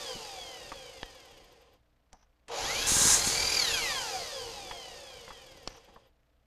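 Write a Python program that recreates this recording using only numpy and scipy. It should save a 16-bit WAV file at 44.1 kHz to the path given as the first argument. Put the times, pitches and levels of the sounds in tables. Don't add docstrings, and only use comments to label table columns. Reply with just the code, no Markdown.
import sys
import numpy as np
from scipy import signal
from scipy.fft import rfft, irfft, next_fast_len
from scipy.io import wavfile
from scipy.ndimage import uniform_filter1d

SR = 44100
rng = np.random.default_rng(int(sys.argv[2]) if len(sys.argv) > 2 else 0)


def master(y):
    cut = np.clip(np.atleast_2d(y).T, -1, 1)
    pcm = np.round(cut * 32767)
    wavfile.write(sys.argv[1], SR, pcm.astype(np.int16))


N = 284870
TIME = np.arange(N) / SR

# t/s, speed/(turns per s)
RUN_UP = [(2.48, 0), (2.53, 42), (2.6, 92), (2.7, 143), (2.8, 179), (2.87, 192), (3.15, 226), (3.45, 263),
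          (3.57, 268)]
# t/s, time that friction and air drag alone need to end the spin/s
COASTS = [(-0.722, 2.787), (3.57, 2.8)]
# cycles per turn, relative level/dB
GEAR_TONES = [(6, -3), (8, 0), (9, 10), (15, 2), (18, 12), (21, 6), (24, 2), (27, 5), (36, 5), (45, 4),
              (54, 2), (63, 7), (72, 2), (81, 6), (90, 3), (99, 3)]
# f/Hz, width/Hz, boost/dB
GEAR_CASE_MODES = [(742, 220, 9.5), (1110, 130, 1), (4500, 810, 3), (6960, 590, 3.5)]
# cycles per turn, relative level/dB
BRUSH_TONES = [(14, 21), (28, 16), (42, 4), (56, 17), (84, 19), (112, 17), (140, 16), (168, 15), (196, 12),
               (224, 10)]
# f/Hz, level/dB
MOTOR_SHELL = [(400, -23.5), (1200, -13), (1700, -3), (2050, 2), (2600, -6), (3200, 3.5), (3900, -2.5),
               (5000, -9), (7000, -18.5), (11000, -8.5)]
# f/Hz, width/Hz, boost/dB
BODY_MODES = [(462.3, 13, 13), (530, 130, 4.5), (785, 37, 1), (884, 23, 4), (1615, 60, 3), (2160, 99, -0.5),
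              (3190, 98, 3), (4930, 110, 4), (6030, 120, 5.5), (6620, 230, 5), (8570, 230, 2.5),
              (10640, 230, 3)]
# f/Hz, level/dB
BODY_COASTING = [(180, -58.5), (300, 3.5), (407, -12.5), (527, 2.5), (619, -7.5), (762, 1), (895, -7),
                 (1030, -3), (1450, -10.5), (3140, -3.5), (4060, -7), (4840, -0.5), (5250, -5),
                 (8900, -15.5), (9600, -21), (13300, -23), (14000, -42)]
# f/Hz, level/dB
BODY_POWERED = [(180, -33), (300, -9), (467, -4.5), (616, -2), (726, 1.5), (1880, -5.5), (2000, -2),
                (2870, -1), (4770, -2.5), (7300, -7.5), (8320, -19), (11400, -15), (15000, -40)]
# low f/Hz, high f/Hz
RUNNING_BANDS = [(330, 1200), (1200, 3800), (3800, 7500), (7500, 15000)]
# level at mid speed/dB, rise/(dB per doubling of speed),
# flattening/(dB per doubling squared), boost at full starting strain/dB
RUNNING_LEVELS = [(-44.5, 5, 0.11, 21.5), (-43, 5, 0.39, 9), (-41.5, 5.5, 1.16, 7.5), (-49, 6, 1, 0)]
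# t/s, length/s, entry level/dB, exit level/dB, fade/(dB per s)
CUTS = [(2.86, 0.28, -26.5, -21, 174), (3.232, 0.038, -38.5, -30.5, 72.5)]
# f/Hz, level/dB
TEARING_WOOD = [(240, -45.5), (400, -16.5), (723, -13.5), (880, -5), (1430, -9.5), (1570, -11),
                (1820, -9.5), (3100, -15), (3890, -3), (4530, -8.5), (6510, 3), (10100, -7), (15000, -23)]
# f/Hz, width/Hz, boost/dB
BLADE_MODES = [(1610, 38, 12), (4300, 91, -2), (4250, 19, 7.5), (5000, 26, 9), (5430, 36, 5.5),
               (6100, 22, 5), (6230, 130, 1), (6520, 180, 3), (7470, 34, 11), (8740, 27, 9.5),
               (9930, 15, 14.5), (10100, 26, 6.5), (10620, 38, 10)]
# t/s, peak level/dB
CHIPS = [(2.919, -24), (2.967, -24), (3.016, -24.5), (3.054, -22.5), (3.072, -24.5), (3.273, -23.5)]
# f/Hz, level/dB
DRAUGHT_COLOUR = [(12, -27.5), (20, 3.5), (49, -0.5), (81, -2.5), (125, -5), (208, -9.5), (400, -6.5),
                  (520, -34), (880, -120)]
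# t/s, level/dB, time to fade by 60 dB/s, ring f/Hz, dull above f/Hz, thump level/dB
KNOCKS = [(0.151, -32, 0.072, 216, 420, -52), (0.718, -25, 0.047, 1100, 2660, -44),
          (1.0305, -21, .008, 3500, 4200, -37), (5.675, -19, .018, 5100, 6000, -36),
          (2.13, -39, 0.014, 5730, 8750, -49), (2.132, -43, 0.11, 820, 1090, -77),
          (2.482, -35, 0.055, 2460, 8100, -56), (4.711, -23, 0.038, 1020, 3600, -41),
          (5.279, -33, 0.037, 980, 2520, -56), (5.305, -29.5, 0.059, 1250, 2400, -46),
          (5.883, -42.5, 0.1, 794, 1810, -65), (5.961, -37, 0.056, 940, 1500, -52)]
# f/Hz, width/Hz, boost/dB
WOOD_MODES = [(163, 360, 4.5), (910, 330, 7), (1780, 99, 5)]
# t/s, length/s, level/dB
SLIDES = [(2.119, 0.133, -72), (5.661, 0.13, -57.5)]
# f/Hz, level/dB
RUB_COLOUR = [(300, -12), (900, 0), (4300, -16), (6000, -2), (7500, -36), (12000, -34)]
# f/Hz, level/dB
ROOM_COLOUR = [(12, -23.5), (20, 8.5), (263, -12), (302, -3), (328, -21), (419, -14), (481, -10.5),
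               (2060, -23.5), (10900, -39), (12900, -30.5), (14000, -28.5)]
# f/Hz, level/dB
HUM_TONES = [(59.5, -74), (120, -83), (301, -90), (662, -87)]

STALL_SPEED, MID_SPEED, SKIP_SPEED, FREE_SPEED = 5.6, 100, 182, 270
GEAR_RATIO, BLADE_TEETH = 6.4, 50
CUTOFF_HZ = 15100


def motor(speed, angle, cutting):
    shaking = resonate(gears_and_brushes(speed, angle, cutting), BODY_MODES)
    fullness = np.maximum(np.clip((speed - 60) / 120, 0, 1), powered())
    body = (1 - fullness) * coloured(shaking, BODY_COASTING) + fullness * coloured(shaking, BODY_POWERED)
    octaves, strain = doublings(speed), starting_strain(speed)
    out = np.zeros(N)
    for band, (db, rise_db, flattening_db, strain_db) in zip(RUNNING_BANDS, RUNNING_LEVELS):
        level_db = db + rise_db * octaves - flattening_db * octaves ** 2 + strain_db * strain
        out += from_db(level_db) * unit_power(butter(body, band, "band", order=5))
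    return out * turning(speed)


def gears_and_brushes(speed, angle, cutting):
    speed_share = speed / FREE_SPEED
    rattle = 0.15 + 0.2 * speed_share + 0.42 * powered()
    load_db = -17 * starting_strain(speed) - 10 * cutting - 3 * powered()
    gear_db = -2 + 3 * doublings(speed) + load_db
    gear_angle = angle + .003 * drift(25) + .017 * rattle * drift(420)
    throb = 1 + (.2 + .75 * speed_share ** 2) * np.cos(2 * np.pi * angle / GEAR_RATIO)
    gears = from_db(gear_db) * throb * whine(GEAR_TONES, speed, gear_angle, waver=.3)
    skipping = np.clip((speed - SKIP_SPEED) / (FREE_SPEED - SKIP_SPEED), 0, 1)
    brush_db = -1.25 - 23 * skipping + load_db
    brush_angle = angle + .003 * rattle * drift(200)
    brushes = from_db(brush_db) * whine(BRUSH_TONES, speed, brush_angle, waver=.2)
    friction = noise() * (1 + 0.19 * np.cos(4 * np.pi * angle) + 0.16 * np.cos(2 * np.pi * angle))
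    wear = from_db(-3) * worn_contacts(speed, angle) * (1 - np.clip(rattle, 0, 1))
    return resonate(gears, GEAR_CASE_MODES) + shaped(brushes, MOTOR_SHELL) + wear + friction


def whine(tones, speed, angle, waver):
    out = np.zeros(N)
    for per_turn, db in tones:
        audible = per_turn * speed < CUTOFF_HZ
        strength = from_db(db) * (1 + waver * drift(50))
        out += audible * strength * np.sin(2 * np.pi * (per_turn * angle + rng.random()))
    return out * np.sqrt(4 * speed / SR)


def worn_contacts(speed, angle, tones=80, points=2048):
    phases = np.exp(2j * np.pi * rng.random(tones))
    bumps = unit_power(irfft(np.r_[0, phases], points))
    return np.interp(angle % 1, np.arange(points) / points, bumps) * np.sqrt(2 * tones * speed / SR)


def rotor_speed():
    braked_speed, brake_s, fade_s, fade_power = 198.3, .3263, .9645, 4.19
    friction, drag_s = 21.12, 7.353
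    speed = np.interp(TIME, *np.transpose(RUN_UP)) * (TIME < RUN_UP[-1][0])
    for off_s, length_s in COASTS:
        age = np.maximum(TIME - off_s, 0)
        freewheel = friction * drag_s * np.expm1(np.maximum(length_s - age, 0) / drag_s)
        braked = braked_speed * np.exp(-age / brake_s - (age / fade_s) ** fade_power)
        moving = np.clip(freewheel - STALL_SPEED, 0, 1)
        speed += (TIME >= off_s) * (freewheel + braked) * moving
    return np.abs(uniform_filter1d(speed, size=1500))


def powered():
    held = (TIME > RUN_UP[0][0]) & (TIME < RUN_UP[-1][0])
    return uniform_filter1d(held.astype(float), size=1500)


def starting_strain(speed):
    return powered() * (1 - speed / FREE_SPEED) ** 2


def doublings(speed):
    return np.log2(np.maximum(speed, STALL_SPEED) / MID_SPEED)


def turning(speed):
    return np.clip(speed / STALL_SPEED, 0, 1)


def cut(angle, strength):
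    tooth_hits = np.exp(-3 * (angle / GEAR_RATIO * BLADE_TEETH % 1))
    tearing = noise() * (0.24 + tooth_hits) * from_db(0.84 * drift(280))
    return strength * unit_power(resonate(coloured(tearing, TEARING_WOOD), BLADE_MODES))


def bite(attack_s=0.016):
    out = np.zeros(N)
    for start, length, entry_db, exit_db, fade_db_per_s in CUTS:
        db = np.interp(TIME, [start, start + length], [entry_db, exit_db])
        db -= fade_db_per_s * np.maximum(TIME - start - length, 0)
        out += from_db(db) * np.clip((TIME - start) / attack_s, 0, 1)
    return out


def brush_squeak(speed, angle):
    catch = np.exp(12 * (np.cos(2 * np.pi * angle) - 1))
    high = unit_power(butter(noise(), [11800, 12900], "band", order=3))
    low = unit_power(butter(noise(), [7600, 9000], "band"))
    return from_db(-67) * (high + from_db(-26) * low) * catch * np.clip(speed / 18, 0, 1)


def chips():
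    hits = np.zeros(N)
    for start, db in CHIPS:
        hits[round(start * SR)] = from_db(db)
    dulled = butter(hits + 1e-18, 300, "low", order=3)
    pops = butter(dulled, 35, "high", order=1)
    return pops / pops.max() * hits.max()


def draught(speed, cutting):
    db = -54 + 4 * doublings(speed) + 2 * powered() + 5.5 * cutting
    return from_db(db + 1.87 * drift(11)) * turning(speed) * coloured(noise(), DRAUGHT_COLOUR)


def knocks():
    out = np.zeros(N)
    age = np.arange(SR // 4) / SR
    for start, db, fade_s, ring_hz, dull_hz, thump_db in KNOCKS:
        room_tail = np.sqrt(fade_s) * from_db(-19 - 60 * age / .35)
        fading = from_db(-60 * age / fade_s) + room_tail
        attack = 1 - np.exp(-age / 0.000067)
        burst = rng.standard_normal(len(age)) * fading * attack
        modes = [(ring_hz, ring_hz / 4, 7), *WOOD_MODES]
        crack = resonate(butter(burst, dull_hz, "low", order=4), modes)
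        crack *= from_db(db - 12.5) / np.sqrt(np.mean(crack[:SR // 200] ** 2))
        sway = -np.sin(2 * np.pi * 29 * age) * from_db(thump_db - 60 * age / 0.1)
        first = round(start * SR)
        out[first:first + len(age)] += (crack + sway)[:N - first]
    return out


def slides(ramp_s=0.0052):
    level = np.zeros(N)
    for start, length, db in SLIDES:
        inside_s = np.minimum(TIME - start, start + length - TIME)
        level += from_db(db) * np.clip(inside_s / ramp_s, 0, 1)
    return level * coloured(noise() * from_db(3.3 * drift(140)), RUB_COLOUR)


def room(x, echo_db=-10, fade_s=0.15):
    age = np.arange(SR // 3) / SR
    echoes = rng.standard_normal(len(age)) * from_db(-60 * age / fade_s) * (age > .002)
    reflected = signal.fftconvolve(x, echoes / np.linalg.norm(echoes))[:N]
    gain = from_db(echo_db)
    return (x + gain * reflected) / np.hypot(1, gain)


def workshop(pulse_hz=30):
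    hum = sum(from_db(db) * np.sqrt(2) * np.sin(2 * np.pi * (hz * TIME + rng.random()))
              for hz, db in HUM_TONES)
    pulse = 2 * np.pi * pulse_hz * TIME
    sparks = np.exp(3 * (np.cos(8 * pulse) - 1)) * (1 + .6 * np.cos(pulse))
    buzz = unit_power(butter(noise() * sparks, [800, 4000], "band"))
    air = butter(coloured(noise(), ROOM_COLOUR), 13000, "low", order=8)
    return from_db(-71.5) * air + hum + from_db(-84.5) * buzz


def from_db(db):
    return 10 ** (np.asarray(db) / 20)


def unit_power(x):
    return x / np.sqrt(np.mean(x ** 2) + 1e-20)


def noise():
    return rng.standard_normal(N)


def drift(rate_hz):
    values = rng.standard_normal(4096)
    return unit_power(np.interp(TIME * rate_hz, np.arange(len(values)), values))


def butter(x, hz, kind, order=2):
    return signal.sosfilt(signal.butter(order, hz, kind, fs=SR, output="sos"), x)


def resonate(x, modes):
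    for hz, width, db in modes:
        b, a = signal.iirpeak(hz, hz / width, fs=SR)
        x = x + (from_db(db) - 1) * signal.lfilter(b, a, x)
    return x


def shaped(x, colour):
    hz, db = np.transpose(colour)
    size = next_fast_len(N)
    bin_hz = np.maximum(np.arange(size // 2 + 1) * SR / size, 1)
    gain = from_db(np.interp(np.log(bin_hz), np.log(hz), db))
    return irfft(rfft(x, size) * gain, size)[:N]


def coloured(x, colour):
    return unit_power(shaped(x, colour))


def scene():
    speed, strength = rotor_speed(), bite()
    angle = np.cumsum(speed) / SR
    cutting = np.sqrt(strength / strength.max())
    saw = room(motor(speed, angle, cutting) + cut(angle, strength))
    saw = saw + brush_squeak(speed, angle) + draught(speed, cutting) + chips()
    return np.tile(saw + knocks() + slides() + workshop(), (2, 1))


def record(dry, ceiling=.32):
    rounded = dry / (1 + (dry / ceiling) ** 4) ** .25
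    return signal.sosfilt(signal.ellip(10, .1, 80, CUTOFF_HZ, fs=SR, output="sos"), rounded)


dry = scene()
out = record(dry)
master(out)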